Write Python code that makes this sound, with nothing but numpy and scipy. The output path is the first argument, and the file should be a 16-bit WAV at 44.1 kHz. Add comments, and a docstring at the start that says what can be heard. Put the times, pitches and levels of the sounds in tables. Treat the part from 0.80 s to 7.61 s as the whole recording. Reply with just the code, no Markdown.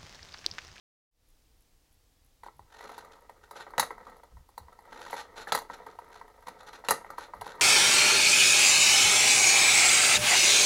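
"""A wooden automaton is cranked by hand on a table in a small, quiet room.
Stick-slip friction makes its shaft grind and hiss, and its pins rattle, louder with greater effort.
Cams knock and scrape, exciting the damped modes of the open case; once a turn a cam lets the figure's
arm drop with a hard, bouncing clack. The table thuds softly and near surfaces add a short tail.
Faint room noise and a very faint, high double tick lie underneath."""
import sys
import numpy as np
from scipy import signal
from scipy.fft import rfft, irfft
from scipy.io import wavfile
from scipy.ndimage import uniform_filter1d

SR = 44100
rng = np.random.default_rng(int(sys.argv[2]) if len(sys.argv) > 2 else 0)


def store_pcm(level_fs):
    """Save levels as 16-bit WAV."""
    pcm = np.round(np.clip(level_fs, -1, 1) * 32767).astype(np.int16)
    wavfile.write(sys.argv[1], SR, np.atleast_2d(pcm).T)


N = 300321
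T = np.arange(N) / SR
RING_T = T[:8192]  # time axis of one impact

# spectrum of the background noise (frequency [Hz], level [dB])
AIR_SPECTRUM = [(12, -37), (20, 1), (79, -9.5), (150, -21), (172, -24.5), (319, -22.5), (410, -28.5),
                (472, -23.5), (558, -29.5), (780, -28), (1370, -34), (5080, -32.5), (8890, -36.5),
                (11100, -37), (16000, -39.5)]
# effort on the crank, expressed as the level of the grinding (time [s], level [dB])
CRANK_EFFORT = [(1.62, -82), (1.86, -73), (2.03, -49), (2.44, -61), (2.67, -67), (2.76, -49.5),
                (2.9, -53.5), (3.3, -53), (3.56, -71), (3.74, -74.5), (3.91, -59.5), (4.03, -62.5),
                (4.12, -50), (4.4, -54), (4.5, -56.5), (4.7, -48), (4.86, -57), (5.07, -47.5),
                (5.15, -58.5), (5.39, -53.5), (5.53, -62.5), (5.68, -55), (6.01, -55.5), (6.26, -49),
                (6.47, -55), (6.68, -49.5), (6.81, -50)]
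# modes of the wooden case (frequency [Hz], bandwidth [Hz], level [dB])
CASE_MODES = [(289.6, 97, -17.5), (440.3, 54, -2), (503.3, 87.6, -2), (575.5, 46, -6.5), (745, 72, -4),
              (842, 145.5, 0), (913.7, 92, 2), (1134, 320, -16), (1241, 80, -5), (1331.6, 36, -4),
              (1569, 53, -9), (1816, 34, -9), (1942, 104, -7.5), (2240, 134, -21.5)]
# modes of the small hard parts: wires, pins, arm (frequency [Hz], bandwidth [Hz], level [dB])
PART_MODES = [(2770, 160, -10.5), (3410, 160, -1), (3924, 100, -21), (3970, 140, -8), (4450, 130, 2),
              (4684, 180, -8), (6320, 570, -10.5), (7000, 58, -14)]
# spectrum of fine rubbing grit (frequency [Hz], level [dB])
GRIT_SPECTRUM = [(300, -11.5), (1700, 6.5), (2400, -3), (3900, 0.5), (5200, -9), (7000, -5.5), (8500, -17),
                 (11000, -10.5), (15000, -34.5)]
# a follower rides up its cam (time [s], duration [s], level [dB])
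CAM_SCRAPES = [(1.634, .04, -63.5), (1.908, 0.307, -60.5), (2.315, 0.023, -63), (2.628, 0.02, -60),
               (2.755, 0.071, -52.5), (3.242, 0.038, -70.5), (4.11, 0.13, -60), (4.207, 0.16, -55),
               (4.364, 0.049, -45.5), (4.56, 0.069, -49), (4.68, 0.02, -47.5), (4.9, 0.048, -54.5),
               (5.097, 0.019, -67.5), (5.316, 0.084, -62), (5.668, 0.026, -54), (5.788, 0.022, -60.5),
               (5.864, 0.028, -53), (5.93, 0.03, -51), (6.044, 0.036, -55), (6.376, 0.073, -52),
               (6.642, 0.078, -55)]
# louder knocks of pins and cams (time [s], level [dB], nominal pitch [Hz], treble share [dB])
CAM_KNOCKS = [(1.634, -41.5, 910, -22), (1.663, -40, 885, -28), (1.684, -42, 960, -38),
              (1.793, -44.5, 940, -28), (2.008, -40.5, 835, -22), (2.093, -39.5, 945, -23),
              (2.179, -38.5, 890, -16), (2.495, -41.5, 820, -24), (2.71, -40, 900, -14.5),
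              (2.866, -42, 800, -40), (2.936, -39, 910, -34), (3.106, -33, 995, -29.5),
              (3.18, -43, 850, -28), (3.268, -42, 1100, -29), (3.434, -47.5, 860, -21),
              (3.69, -52.5, 980, -18), (3.569, -52, 910, -25), (3.778, -34.5, 910, -16),
              (3.883, -46, 930, -35), (3.989, -45.5, 920, -22), (4.263, -41, 940, -33),
              (4.307, -41.5, 805, -12), (4.329, -29, 844, -24), (4.34, -32.5, 920, -22),
              (4.672, -35, 1660, -24.5), (4.787, -34, 955, -13), (4.818, -40, 840, -19),
              (4.899, -33.5, 896, -36), (5.067, -39.5, 1030, -48), (5.188, -36, 900, -26.5),
              (5.413, -39, 960, -33), (5.67, -38, 1040, -23), (5.682, -35, 840, -20),
              (6.039, -40, 815, -31), (6.246, -38.5, 840, -38), (6.303, -35.5, 1276, -20.5),
              (6.382, -31, 980, -23), (6.536, -34, 963, -33), (6.611, -39.5, 880, -10.5),
              (6.618, -31.5, 820, -41), (6.665, -34.5, 940, -21)]
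# spectrum of the crack of a hard contact (frequency [Hz], level [dB])
CRACK_SPECTRUM = [(3000, -46), (4500, -7), (6000, -8.5), (8000, -5), (9500, -0.5), (10500, 6), (11600, 0.5),
                  (12800, -9), (13600, 1), (16000, -18.5)]
# spectrum of the dense, short ringing of the small parts (frequency [Hz], level [dB])
CLINK_SPECTRUM = [(900, -47.5), (1950, 5.5), (2400, -16.5), (2800, 0), (3300, -20), (3900, 6), (4650, 0.5),
                  (5300, -9), (7000, -2), (9000, -19)]
# dull bumps through the table (time [s], duration [s], level [dB])
TABLE_BUMPS = [(1.76, 0.087, -58.5), (3.53, 0.093, -51.5), (3.80, 0.079, -56), (6.095, 0.023, -53),
               (6.57, 0.076, -53)]
# spectrum of those bumps (frequency [Hz], level [dB])
BUMP_SPECTRUM = [(20, -21), (45, 1.5), (75, 3), (130, -8), (220, -22), (400, -48.5)]
# the arm slips off its cam, lands and bounces
# (time [s], level [dB], low-mode gain [dB], small-part ring [dB], crack [dB], chatter decay [s])
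ARM_CLACKS = [(2.9802, -21.5, 7, -8.5, -18, 0.0034), (2.9959, -19, -9.5, -6.5, -8, 0.0022),
              (2.998, -26, -1, 1.5, -1, .001), (3.0275, -26, -9, -32, -16, 0.0049),
              (4.721, -21, -6, -3.5, -15.5, 0.0065), (4.744, -32.5, -19, -14, -12, .001),
              (4.749, -20, 0, -11, -11, 0.0029), (4.7756, -29, -8, -11.5, -16, 0.0009),
              (6.0856, -23, 14, -2, -11, 0.00053), (6.0976, -31.5, 9, -6, -7, 0.0022),
              (6.1076, -17.5, 4, -9, -4, 0.00075), (6.117, -23.5, 1.5, -26, -30, 0.0013)]
# reflected sound relative to direct sound (frequency [Hz], gain [dB])
ROOM_SPECTRUM = [(100, 15.5), (210, 6), (320, 3), (450, -5), (1000, -10.5), (2000, -7), (4500, -5.5),
                 (11000, -12), (16000, -19)]


def undb(db):
    """Amplitude ratio of a level in decibels."""
    return 10 ** (np.asarray(db) / 20)


def unit(x):
    """Normalisation to rms 1."""
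    return x / np.sqrt(np.mean(x ** 2))


def burst(x):
    """Normalisation of a transient: its loudest 4 ms have rms 1."""
    return x / np.sqrt(uniform_filter1d(x ** 2, 176).max())


def steady(x):
    """Division by the running 60 ms rms evens the level and keeps the finer grain."""
    power = np.abs(uniform_filter1d(x ** 2, 2646))
    return x / np.sqrt(power + 0.0064 * np.mean(x ** 2))


def add(out, s, x):
    """Superposition of x onto out from time s on."""
    i = int(s * SR)
    out[i:i + len(x)] += x[:max(N - i, 0)]


def colour(x, spectrum):
    """Spectral weighting by (frequency [Hz], level [dB]) points."""
    hz, db = np.transpose(spectrum)
    f = np.maximum(np.fft.rfftfreq(len(x), 1 / SR), 1)
    gain = undb(np.interp(np.log(f), np.log(hz), db))
    return irfft(rfft(x) * gain, len(x))


def band(x, lo_hz, hi_hz, order):
    """Causal band-pass filtering."""
    return signal.sosfilt(signal.butter(order, [lo_hz, hi_hz], "band", fs=SR, output="sos"), x)


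def through(x, response):
    """Convolution with an impulse response."""
    return signal.fftconvolve(x, response)[:len(x)]


def walk(rate):
    """Interpolated random fluctuation with a spread near 1."""
    steps = rng.standard_normal(int(N / SR * rate) + 2)
    return 1.056 * np.interp(T * rate, np.arange(len(steps)), steps)


def swells(rows, edge_s):
    """Trapezoidal envelopes from (time [s], duration [s], level [dB]) rows."""
    return sum(undb(db) * np.clip(np.minimum(T - s, s + length - T) / edge_s + .5, 0, 1)
               for s, length, db in rows)


def fading_noise(decay_s):
    """Noise under exponential decay."""
    return rng.standard_normal(len(RING_T)) * np.exp(-RING_T / decay_s)


def air():
    """Broadband noise: faint room rumble and hiss."""
    return undb(-64.5) * unit(colour(rng.standard_normal(N), AIR_SPECTRUM))


def ticking(hz, width_s, period_s):
    """Gaussian tone pulses in periodic pairs make a very faint, high double tick."""
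    since = (T - .47) % period_s
    pair = [(since - .0185, -55), (since - .034, -57)]
    return sum(undb(db) * np.exp(-(t / width_s) ** 2) * np.sin(2 * np.pi * hz * t) for t, db in pair)


def ring(modes, scatter_db, low_db=0):
    """Modal superposition: each point of contact weights the damped modes anew and detunes them."""
    hz, width, db = np.transpose(modes)
    weight, detune = rng.standard_normal((2, len(hz)))
    db = db + scatter_db * weight + low_db * (hz < 650)
    amplitude = (-1) ** np.arange(len(hz)) * undb(db) * width
    hz = hz + .15 * width * detune
    decay = np.exp(-np.pi * np.outer(width, RING_T))
    return amplitude @ (decay * np.sin(2 * np.pi * np.outer(hz, RING_T)))


def tock(hz, rise_s):
    """Heavy damping: a small wooden part swells for a cycle or two and stops."""
    t = RING_T / rise_s
    return burst(t ** 2 * np.exp(-2 * t) * np.sin(2 * np.pi * hz * RING_T))


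def slips(rate, spread_db):
    """Stick-slip motion: a random train of tiny releases of uneven size."""
    released = rng.random(N) < rate / SR
    size = undb(spread_db * np.clip(rng.standard_normal(N), -2, 2))
    return released * size * rng.choice([-1, 1], N)


def grinding():
    """Coarse stick-slip drives the case modes; the load wanders among four points of contact."""
    out = np.zeros(N)
    for _ in range(4):
        case = burst(ring(CASE_MODES, scatter_db=2, low_db=2.5))
        response = case + tock(rng.uniform(626, 1256), rise_s=0.00085)
        out += through(slips(rate=120, spread_db=5.5), response) * undb(3.8 * walk(14))
    return steady(out)


def shaft(hiss):
    """Sliding friction follows the effort and dips while a pin flies free before each listed knock."""
    flights = [(s - .028, .028, 0) for s, *_ in CAM_KNOCKS]
    in_flight = np.minimum(swells(flights, edge_s=0.0052), 1)
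    return undb(effort(T) - 6 * in_flight) * (grinding() + undb(-17) * hiss)


def effort(s):
    """Friction level in dB at time s; nothing turns before the hand takes hold."""
    return np.interp(s, *np.transpose(CRANK_EFFORT), left=-120)


def scrapes(fine_slips, hiss, judder_hz=58.3, release_s=0.0066):
    """Amplitude modulation by stick-slip: a follower judders up its cam, less so when pressed hard."""
    judder = np.sin(2 * np.pi * np.cumsum(judder_hz * (1 + 0.255 * walk(30))) / SR)
    pressure = np.zeros(N)
    for s, length_s, db in CAM_SCRAPES:
        attack = np.clip((T - s) / (.2 * length_s) + 0.33, 0, 1)
        release = np.exp(-np.clip((T - s - length_s) / release_s, 0, 20))
        depth = np.clip(0.54 - 0.3 * (db + 54), 0, 1)
        pressure += undb(db) * attack * release * (1 + depth * judder)
    case = steady(through(fine_slips, ring(CASE_MODES, scatter_db=4)))
    return pressure * (hiss + undb(1) * case)


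def friction():
    """Dry friction of wood on wood: dense, fine slips give shaft and followers a common hiss."""
    fine_slips = slips(rate=3500, spread_db=4.5) * undb(2.5 * walk(150))
    parts = unit(through(fine_slips, ring(PART_MODES, scatter_db=2.5)))
    grit = unit(colour(fine_slips, GRIT_SPECTRUM))
    hiss = steady(undb(-16) * parts + grit)
    return shaft(hiss) + scrapes(fine_slips, hiss)


def chatter(decay_s, share):
    """Contact force: one impulse followed by a spray of tiny recontacts."""
    spray = fading_noise(decay_s)
    force = share * spray / np.linalg.norm(spray)
    force[0] += 1
    return force


def snap(spectrum, decay_s, rise_s):
    """Modal overlap: many short modes merge into noise that builds while the faces meet, then dies."""
    envelope = np.exp(-RING_T / decay_s) * (1 - np.exp(-RING_T / rise_s)) ** 2
    return burst(colour(rng.standard_normal(len(RING_T)), spectrum) * envelope)


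def wire(hz, decay_s):
    """Free vibration of one damped mode of a short steel pin or rod."""
    return burst(np.sin(2 * np.pi * hz * RING_T) * np.exp(-RING_T / decay_s))


def clink(decay_s, rise_s, clear_db):
    """Resonance of the small parts: a few clear modes stand among many dense, short ones."""
    clear = burst(through(chatter(0.0025, share=0.16), ring(PART_MODES, scatter_db=13)))
    return burst(undb(clear_db) * clear + snap(CLINK_SPECTRUM, decay_s, rise_s))


def knock(nominal_hz, hard_db):
    """Impact of a pin or cam on the case: harder contact gives more crack and small-part ringing."""
    case = burst(through(chatter(.0012, share=.5), ring(CASE_MODES, scatter_db=2.5, low_db=-2)))
    wood = burst(tock(nominal_hz * 1.04, rise_s=.0017) + undb(-4) * case)
    crack = snap(CRACK_SPECTRUM, decay_s=0.0065, rise_s=0.001)
    pin = undb(-6) * wire(rng.uniform(12500, 15500), decay_s=.007)
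    parts = undb(2) * clink(decay_s=0.0033, rise_s=0.002, clear_db=0.5)
    return wood + undb(hard_db) * (crack + pin + parts)


def knocks():
    """Backlash: cams and pins take up their slack with distinct knocks."""
    out = np.zeros(N)
    for s, db, nominal_hz, hard_db in CAM_KNOCKS:
        add(out, s, undb(db) * knock(nominal_hz, hard_db))
    return out


def rattle(count=76, median_gap_s=1 / 12, spread_octaves=0.29):
    """Random impacts: the gear pins tap at uneven intervals, louder the harder the crank is pushed."""
    out = np.zeros(N)
    s = CRANK_EFFORT[0][0]
    for gap, size, pitch in rng.standard_normal((count, 3)):
        s += median_gap_s * np.exp(.5 * gap)
        tap = knock(950 * 2 ** (spread_octaves * pitch), hard_db=-18.5)
        add(out, s, undb(effort(s) + 4.5 + 2 * size) * tap)
    return out


def bumps():
    """Structure-borne sound: the hand jostles the toy and the table answers with soft thuds."""
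    return swells(TABLE_BUMPS, edge_s=0.033) * unit(colour(rng.standard_normal(N), BUMP_SPECTRUM))


def clacks():
    """Impact and rebound: the falling arm excites case, small parts and a sharp crack together."""
    out = np.zeros(N)
    for s, db, low_db, parts_db, crack_db, chatter_s in ARM_CLACKS:
        force = chatter(chatter_s, share=0.66)
        case = burst(through(force, ring(CASE_MODES, scatter_db=0.5, low_db=low_db)))
        slap = burst(band(fading_noise(0.0057), 538, 1870, order=4))
        wood = burst(tock(1035, rise_s=0.00096) + undb(-4.5) * slap + undb(-1.5) * case)
        parts = undb(parts_db) * clink(decay_s=0.0091, rise_s=0.00014, clear_db=1)
        # only a square hit sets the push rod singing in two bending modes
        bending = wire(3938, decay_s=.012) + undb(-12) * wire(11170, decay_s=.012)
        rod = undb(min(4 * parts_db, -10)) * bending
        crack = undb(crack_db) * snap(CRACK_SPECTRUM, decay_s=0.0062, rise_s=0.3 * chatter_s)
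        add(out, s, undb(db) * (wood + parts + rod + crack))
    return out


def room(x, t60_s, gap_s):
    """Reverberation: table, backboard and near walls return a short, dense tail."""
    t = T[:SR // 2]
    onset = np.clip(t / gap_s - .5, 0, 1)
    tail = rng.standard_normal(len(t)) * np.exp(-np.log(1000) * t / t60_s) * onset
    response = colour(tail / np.linalg.norm(tail), ROOM_SPECTRUM)[:SR // 3]
    return x + through(x, response)


def scene():
    """Superposition of toy and background; the toy carries little sound below about 190 Hz."""
    toy = band(clacks() + knocks() + friction() + rattle(), 190, 19000, order=3)
    toy = room(toy, t60_s=0.2, gap_s=0.0037)
    ticks = ticking(hz=11300, width_s=.00035, period_s=.32)
    return (toy + bumps() + air() + ticks)[None]


def record(dry):
    """Fade-in and band limiting: the sound rises from silence and is cut steeply above 16.1 kHz."""
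    fade_in = np.interp(T, [.31, .5], [0, 1])
    low_pass = signal.ellip(10, .2, 70, 16100, fs=SR, output="sos")
    return signal.sosfilt(low_pass, dry * fade_in)


dry = scene()
out = record(dry)
store_pcm(out)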